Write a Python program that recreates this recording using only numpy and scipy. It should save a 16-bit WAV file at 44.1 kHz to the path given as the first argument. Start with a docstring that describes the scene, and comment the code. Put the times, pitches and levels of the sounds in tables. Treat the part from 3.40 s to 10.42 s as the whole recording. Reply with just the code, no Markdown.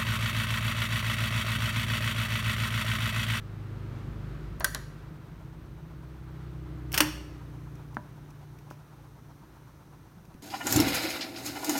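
"""A small room, a hand-held microphone close to a reel-to-reel tape deck on a wooden table.
The power switch snaps on; later a transport key goes down and its solenoid slams in. Each blow cracks,
rings the metal and fades in the room. A wheel in the deck swishes about eight times a second, and the
running tape hisses, ticks and knocks. Two vehicles pass beyond the wall, over far traffic, and now
and then the hand bumps the microphone."""
import sys
import numpy as np
from scipy import signal
from scipy.fft import rfft, irfft, next_fast_len
from scipy.io import wavfile
from scipy.ndimage import uniform_filter1d

SR = 44100
rng = np.random.default_rng(int(sys.argv[2]) if len(sys.argv) > 2 else 0)


def digitize_waveform(pressure):
    """Quantize a signal to 16-bit integers and store it at the path in sys.argv[1].

    Rows of a 2-D input are taken as channels; values are limited to [-1, 1].
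    """
    field = np.atleast_2d(pressure).T
    bounded = np.clip(field, -1, 1)
    quanta = np.round(bounded * 32767).astype(np.int16)
    wavfile.write(sys.argv[1], SR, quanta)


N = 309650
T = np.arange(N) / SR
AGE = T[:SR // 2]  # seconds since a blow

# Blows of key, relay and solenoid, then of the power switch. Each row: start in seconds, level in dB,
# rattle decay in seconds, treble tilt in dB per octave, ring offset in dB.
TRANSPORT_BLOWS = [(3.5182, -32, 0.0033, 3, 0), (3.5287, -25.5, 0.00067, 6, -6.5),
                   (3.534, -27, 0.0079, -1, -1.5), (3.5405, -15, 0.0082, 0, -10),
                   (3.5553, -32, 0.0055, 8, 3), (3.5615, -25, 0.0074, -2.5, 3), (3.5763, -10, 0.0046, 1, 0),
                   (3.5808, -14.5, 0.0051, 2.5, 11.5), (3.6042, -4.5, 0.003, -1, -2),
                   (3.6095, -17, 0.012, 2, -13)]
SWITCH_BLOWS = [(1.1997, -26.5, 0.00055, 24, -35), (1.2058, -23, 0.0052, -7, 1),
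                (1.2441, -11.5, 0.0025, 16, -16), (1.2455, -16.5, 0.0029, 1, 7),
                (1.3476, -20.5, 0.0017, -1, -8)]
# Knocks in the tape path. Each row: start in seconds, level in dB, treble tilt in dB per octave.
TAPE_KNOCKS = [(4.569, -20.5, 0), (5.3112, -33, -9)]
# Ticks of the running tape. Each row: start in seconds, level in dB, decay in seconds.
TAPE_TICKS = [(4.354, -52, .004), (4.545, -48, 0.007), (4.905, -51.5, 0.0042), (5.187, -51, 0.0043),
              (5.303, -43.5, 0.021), (6.852, -54.5, 0.0045), (6.942, -55, .004)]
# The hand on the microphone. Each row: start in seconds, level in dB.
HAND_BUMPS = [(1.704, -30), (1.915, -42), (2.045, -33.5), (2.43, -30.5), (6.769, -33.5), (6.813, -41),
              (6.879, -33), (6.947, -34)]
# The colour of each kind of blow. Each row: frequency in Hz, relative level in dB.
TRANSPORT_CRACK = [(200, -19), (400, -5.5), (520, -13), (780, -4), (1050, -6.5), (1350, -1.5), (1600, 1),
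                   (2200, -3), (2850, 1.5), (3900, -9), (5600, -4), (7700, -13.5), (8900, -5.5),
                   (10500, -16), (11700, -6.5), (13500, -14), (16000, -10.5)]
SWITCH_CRACK = [(150, -10), (450, -16), (620, -6.5), (850, -14), (1020, -4), (1300, -3.5), (1750, 5),
                (2400, -4.5), (4300, 6.5), (5000, 0.5), (5800, 3.5), (8200, -2.5), (9800, 0), (16000, -13)]
KNOCK_COLOUR = [(80, -20), (230, 16), (420, 1.5), (600, 1.5), (1000, 11.5), (1650, 11), (2000, 0),
                (2500, -14.5), (6000, -35), (15000, -55)]
TICK_COLOUR = [(500, -19), (2500, 9.5), (4000, -2), (5800, 6), (8000, -5), (15000, -3)]
BUMP_COLOUR = [(30, -16), (65, -16.5), (160, 0.5), (280, -20), (600, -39), (3000, -65)]
# Parts of the deck that ring. Each row: frequency in Hz, relative level in dB, seconds to fall 60 dB.
CHASSIS_MODES = [(571, -9.5, 0.75), (687, -11, 0.23), (875, -7, 0.32), (1230, -8, 0.42), (1370, -1.5, 0.23),
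                 (1620, -9, 0.17), (2130, -10, 0.38), (2390, -20, 0.35), (2840, -20, .33),
                 (3040, -30.5, .35), (3231, -22, .25), (4080, -30, .4), (5240, -18.5, 0.18),
                 (5700, -21, .25), (6180, -14, .35), (6560, -13, .3), (9350, -18, .2), (8952, -18, .18),
                 (11550, -16, .18)]
CABINET_MODES = [(149.6, -15, 0.41), (233, -2, 0.055), (307.4, 4.5, 0.23), (323, -6, 0.04), (387, -16, .06),
                 (441, -5.5, .08)]
PANEL_MODES = [(583, -4, 0.32), (1028, -1, .13), (1410, -22, .16), (1634, 5, .05), (1860, -12, 0.146),
               (4410, -3, 0.26), (4904, -28, .25), (5780, -6, 0.25), (6940, -11, 0.48), (10030, -7, 0.25),
               (11000, -21.5, 0.22)]
SPRING_MODES = [(1315, -11, 0.12), (1553, 1.5, 0.05), (1935, -4, 0.038)]
TAPE_ARM_MODES = [(168, -5, 0.17), (228, -7, 0.14), (244, 4, 0.18), (598, 6, 0.2), (987, 4, 0.23)]
# The motor's hum. 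Each row: frequency in Hz, level in dB.
MOTOR_HUM = [(323, -69.5), (376, -76)]
# Noise of the wheel, the tape on the heads, the street's rumble, the tyres and the microphone.
# Each row: frequency in Hz, relative level in dB.
SWISH_COLOUR = [(200, -35.5), (500, -7), (750, 0.5), (980, 2.5), (1200, -5), (1450, -5), (1900, -25),
                (4000, -24.5), (12000, -35)]
TAPE_COLOUR = [(2000, -17), (4500, -8), (6000, 0.5), (7500, -9), (11000, -6), (16000, -10)]
RUMBLE_COLOUR = [(20, -36.5), (35, -13.5), (50, -0.5), (80, -3.5), (150, 1), (210, -9.5), (320, -10),
                 (450, -18.5), (800, -31.5), (3000, -73.5)]
TYRE_COLOUR = [(150, -7.5), (400, 2.5), (750, -4.5), (1300, -1.5), (2200, -10), (4000, -17.5), (6000, -25),
               (10000, -32.5), (16000, -42)]
MIC_HISS_COLOUR = [(1180, -35.5), (2000, -10), (2380, -3), (2640, -12), (3940, 1.5), (4770, -6.5),
                   (5300, -4.5), (5990, -0.5), (7310, -10), (8850, -3), (10500, -9), (12200, -3.5),
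                   (15100, -2), (16000, -10.5)]
# Vehicles beyond the wall. Each row: nearest moment in seconds, seconds to drive its own distance
# from us, engine cycle rate in Hz, Doppler shift as a fraction, rumble in dB, tyre roar in dB.
VEHICLES = [(0.548, 0.76, 25.45, .027, -44, -52.5), (3.5, 0.97, 30.65, .057, -49.5, -57.5)]
# Each engine's main orders. Each row: order, peak in dB, peak delay in seconds, half-length of the
# swell in seconds, dip delay in seconds. Delays count from the nearest moment.
FIRST_MAIN_ORDERS = [(2, -42.5, 0.44, 0.46, 1.26), (4, -41, -0.12, 0.48, 0.48), (5, -41.5, .05, 0.35, .58),
                     (6, -48, 0.28, 0.86, -0.11)]
SECOND_MAIN_ORDERS = [(2, -41.5, -0.065, 0.45, 1.2), (4, -43.5, .1, 0.67, .32), (5, -47, 0.42, 1.2, 0.36),
                      (10, -50, -0.041, 0.54, -0.47)]
# Each engine's weak orders. Each row: order, level in dB against the mean of the main ones.
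FIRST_WEAK_ORDERS = [(7, -8), (9, -10.5), (11, -21), (12, -16), (13, -13.5), (15, -15)]
SECOND_WEAK_ORDERS = [(3, -8.5), (7, -20.5), (9, -18.5), (11, -10.5), (13, -16)]

MOTOR_ON_S, SOLENOID_S = 1.25, 3.6075


def transport():
    """Close by, the key goes down, the relay pulls in and the solenoid's plunger booms the cabinet."""
    out = blows(TRANSPORT_BLOWS, TRANSPORT_CRACK, CHASSIS_MODES, ring_db=-18, snap=0.34, build=0.32,
                flutter_s=0.014, flutter_db=-14.5, flutter_hz=1530)
    boom = ring(CABINET_MODES, split=0.015) * (1 - np.exp(-AGE / .004))
    add(out, SOLENOID_S, strength(boom, db=-11))
    return out


def switch(flip_s=1.2448):
    """The power switch touches, snaps over with a twang of its spring and clicks as the finger lets go."""
    out = blows(SWITCH_BLOWS, SWITCH_CRACK, PANEL_MODES, ring_db=-14.5, snap=0.93, build=0.032,
                flutter_s=0.019, flutter_db=-2.5, flutter_hz=1210)
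    add(out, flip_s, strength(ring(SPRING_MODES, split=0.016), db=-12.5))
    return out


def blows(table, crack_colour, modes, ring_db, snap, build, flutter_s, flutter_db, flutter_hz):
    """A first contact, a rattle of tiny ones, a slower flutter of the panel and the ring of the metal."""
    out = np.zeros(N)
    lowpass = signal.butter(2, flutter_hz, fs=SR, output="sos")
    for start_s, db, decay_s, tilt_db, ring_offset_db in table:
        rattle, flutter = rng.standard_normal((2, len(AGE)))
        rattle = rattle * np.exp(-AGE / decay_s) * (1 - np.exp(-AGE / (build * decay_s)))
        rattle[0] += snap  # the first contact
        flutter = signal.sosfilt(lowpass, flutter) * np.exp(-AGE / flutter_s)
        force = strength(rattle, 0) + strength(flutter, flutter_db)
        crack = strength(colour(force, crack_colour, tilt_db), db)
        metal = strength(ring(modes, split=0.024), db + ring_db + ring_offset_db)
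        add(out, start_s, crack + metal)
    return out


def ring(modes, split):
    """Modes die away in close, beating pairs; each blow lands on a new spot and shares them out anew."""
    out = 0
    for (hz, db, t60), (side, share_db, gap) in zip(modes, rng.standard_normal((len(modes), 3))):
        pair = np.sin(2 * np.pi * hz * AGE) + .5 * np.sin(2 * np.pi * hz * (1 + split * gap) * AGE)
        out = out + np.sign(side) * undb(db + share_db - 60 * AGE / t60) * pair
    return out


def knocks(ring_db=-8, shudder_db=-11, shudder_s=0.0054):
    """Padded contacts in the tape path, each with a slight shudder and a dull ring of the tape arm."""
    out = np.zeros(N)
    for start_s, db, tilt_db in TAPE_KNOCKS:
        shudder = strength(burst(shudder_s), shudder_db)
        force = strength(signal.unit_impulse(len(AGE)), 0) + shudder
        knock = strength(colour(force, KNOCK_COLOUR, tilt_db), db)
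        arm = strength(ring(TAPE_ARM_MODES, split=0.061), db + ring_db)
        add(out, start_s, knock + arm)
    return out


def ticks():
    """Small dry ticks of the tape on its reels."""
    out = np.zeros(N)
    for start_s, db, decay_s in TAPE_TICKS:
        add(out, start_s, strength(colour(burst(decay_s), TICK_COLOUR), db))
    return out


def motor(turn_hz=7.955, rub_db=-58, light_rub_db=-7, width_turns=0.18, fade_in_s=0.7):
    """The motor hums; a wheel on it rubs once a turn, and more lightly half a turn later."""
    turns = T * turn_hz
    heavy, light = (np.exp(-(((turns + shift) % 1 - .5) / width_turns) ** 2) for shift in (.5, 0))
    rub = noise(SWISH_COLOUR) * (heavy + undb(light_rub_db) * light) * undb(rub_db + 0.51 * wander(28))
    hum = sum(np.sqrt(2) * undb(db + 1.5 * wander(1.5)) * np.sin(2 * np.pi * hz * T)
              for hz, db in MOTOR_HUM)
    return (rub + hum) * np.clip((T - MOTOR_ON_S) / fade_in_s, 0, 1)


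def tape(db=-73.5, fade_in_s=.3):
    """Once the solenoid is in, the moving tape hisses softly over the heads and guides."""
    return noise(TAPE_COLOUR) * undb(db) * np.clip((T - SOLENOID_S) / fade_in_s, 0, 1)


def room(x, wet_db, build_s=0.0028):
    """The direct sound and the small room's diffuse echo behind it; the treble dies first."""
    tail = 0
    for band_hz, t60, db in (((150, 1500), 0.59, 0), ((1500, 6500), 0.62, -.5), ((6500, 16000), 0.45, -2)):
        bandpass = signal.butter(2, band_hz, "band", fs=SR, output="sos")
        tail = tail + signal.sosfilt(bandpass, rng.standard_normal(len(AGE))) * undb(db - 60 * AGE / t60)
    tail *= 1 - np.exp(-(AGE / build_s) ** 2)
    return x + undb(wet_db) * signal.fftconvolve(x, tail / np.sqrt(np.sum(tail ** 2)))[:N]


def street(far_rumble_db=-55.5, far_roar_db=-63.5, wake_s=0.11, wake_stretch=1.004):
    """Beyond the wall, two vehicles swell and sink in pitch as they pass, over steady far traffic."""
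    engines, rumble_power, roar_power = 0, undb(far_rumble_db) ** 2, undb(far_roar_db) ** 2
    orders = (FIRST_MAIN_ORDERS, FIRST_WEAK_ORDERS), (SECOND_MAIN_ORDERS, SECOND_WEAK_ORDERS)
    for (nearest_s, half_s, cycle_hz, doppler, rumble_db, roar_db), (main, weak) in zip(VEHICLES, orders):
        receding = (T - nearest_s) / np.hypot(T - nearest_s, half_s)
        engines = engines + engine(nearest_s, cycle_hz * (1 - doppler * receding), main, weak)
        wake = swell(nearest_s + wake_s, half_s * wake_stretch)  # road noise peaks just after the pass
        rumble_power = rumble_power + (wake * undb(rumble_db)) ** 2
        roar_power = roar_power + (wake * undb(roar_db)) ** 2
    rumble = noise(RUMBLE_COLOUR) * np.sqrt(rumble_power) * undb(wander(7.2))
    roar = noise(TYRE_COLOUR) * np.sqrt(roar_power) * undb(0.64 * wander(11))
    return rumble + roar + engines


def engine(nearest_s, cycle_hz, main, weak, waver=0.0022, fading_db=0.7, dip_db=-9.5, dip_half_s=0.11):
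    """Each main engine order swells in its own time and dips where a house front's echo cancels it."""
    cycles = np.cumsum(cycle_hz * (1 + waver * wander(12))) / SR
    partials, swells = [], []
    for order, db, peak_delay_s, half_s, dip_delay_s in main:
        swells.append(undb(db) * swell(nearest_s + peak_delay_s, half_s))
        dip = undb(dip_db * np.exp(-((T - nearest_s - dip_delay_s) / dip_half_s) ** 2))
        partials.append((order, swells[-1] * dip))
    mean_swell = np.exp(np.mean(np.log(swells), axis=0))
    partials += [(order, mean_swell * undb(db)) for order, db in weak]
    out = 0
    for order, gain in partials:
        fading = undb(fading_db * wander(6))
        out = out + gain * fading * np.sin(2 * np.pi * (order * cycles + rng.random()))
    return np.sqrt(2) * out


def swell(nearest_s, half_s, loss_db=28.5):
    """Gain of a source passing on a straight line: it loses loss_db for each tenfold distance."""
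    distance = np.hypot(1, (T - nearest_s) / half_s)
    return undb(-loss_db * np.log10(distance))


def bumps():
    """Soft thuds of the hand that reach the microphone through its case."""
    out = np.zeros(N)
    for start_s, db in HAND_BUMPS:
        add(out, start_s, strength(colour(burst(decay_s=0.0049), BUMP_COLOUR), db))
    return out


def mic_hiss(db=-72.5):
    """The microphone's own steady hiss."""
    return noise(MIC_HISS_COLOUR) * undb(db)


def undb(db):
    """Decibels to gain."""
    return 10 ** (np.asarray(db) / 20)


def unit(x):
    """Scale to an rms of one."""
    return x / np.sqrt(np.mean(x ** 2))


def strength(x, db):
    """Scale a blow to the energy of one millisecond at this level."""
    return x * undb(db) * np.sqrt(SR / 1000 / np.sum(x ** 2))


def add(out, start_s, x):
    """Mix a sound in at its start time."""
    i = int(start_s * SR)
    out[i:i + len(x)] += x[:N - i]


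def colour(x, points, tilt_db=0):
    """Causal filter through (Hz, dB) points, tilted by tilt_db per octave about 3 kHz."""
    size = next_fast_len(len(x) + 8192)
    size += size % 2
    octave = np.log2(np.maximum(np.arange(size // 2 + 1) * SR / size, 10))
    hz, db = np.transpose(points)
    gain_db = np.interp(octave, np.log2(hz), db) + tilt_db * np.maximum(octave - np.log2(3000), -2)
    # minimum phase, so nothing sounds ahead of a blow
    cepstrum = irfft(gain_db * np.log(10) / 20)
    cepstrum[1:size // 2] *= 2
    cepstrum[size // 2 + 1:] = 0
    return irfft(rfft(x, size) * np.exp(rfft(cepstrum)))[:len(x)]


def burst(decay_s):
    """White noise that starts at once and dies away."""
    return rng.standard_normal(len(AGE)) * np.exp(-AGE / decay_s)


def noise(points):
    """Steady noise of a given colour."""
    return unit(colour(rng.standard_normal(N), points))


def wander(rate_hz):
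    """Smooth random drift with an rms of one."""
    hold = int(SR / rate_hz)
    steps = np.repeat(rng.standard_normal(N // hold + 1), hold)
    return unit(uniform_filter1d(steps, hold)[:N])


def scene():
    """One hand-held microphone: the deck close by in its room, the street beyond the wall."""
    deck = room(switch(), wet_db=-15.5) + room(transport(), wet_db=-14.0)
    deck = deck + room(knocks() + ticks(), wet_db=-22.5) + motor() + tape()
    return (deck + street() + bumps() + mic_hiss())[None]


def record(dry):
    """The recorder rounds the highest peaks and cuts the top."""
    ceiling, top_hz = .75, 16000
    lowpass = signal.ellip(10, .2, 80, top_hz, fs=SR, output="sos")
    return signal.sosfilt(lowpass, ceiling * np.tanh(dry / ceiling))


dry = scene()
out = record(dry)
digitize_waveform(out)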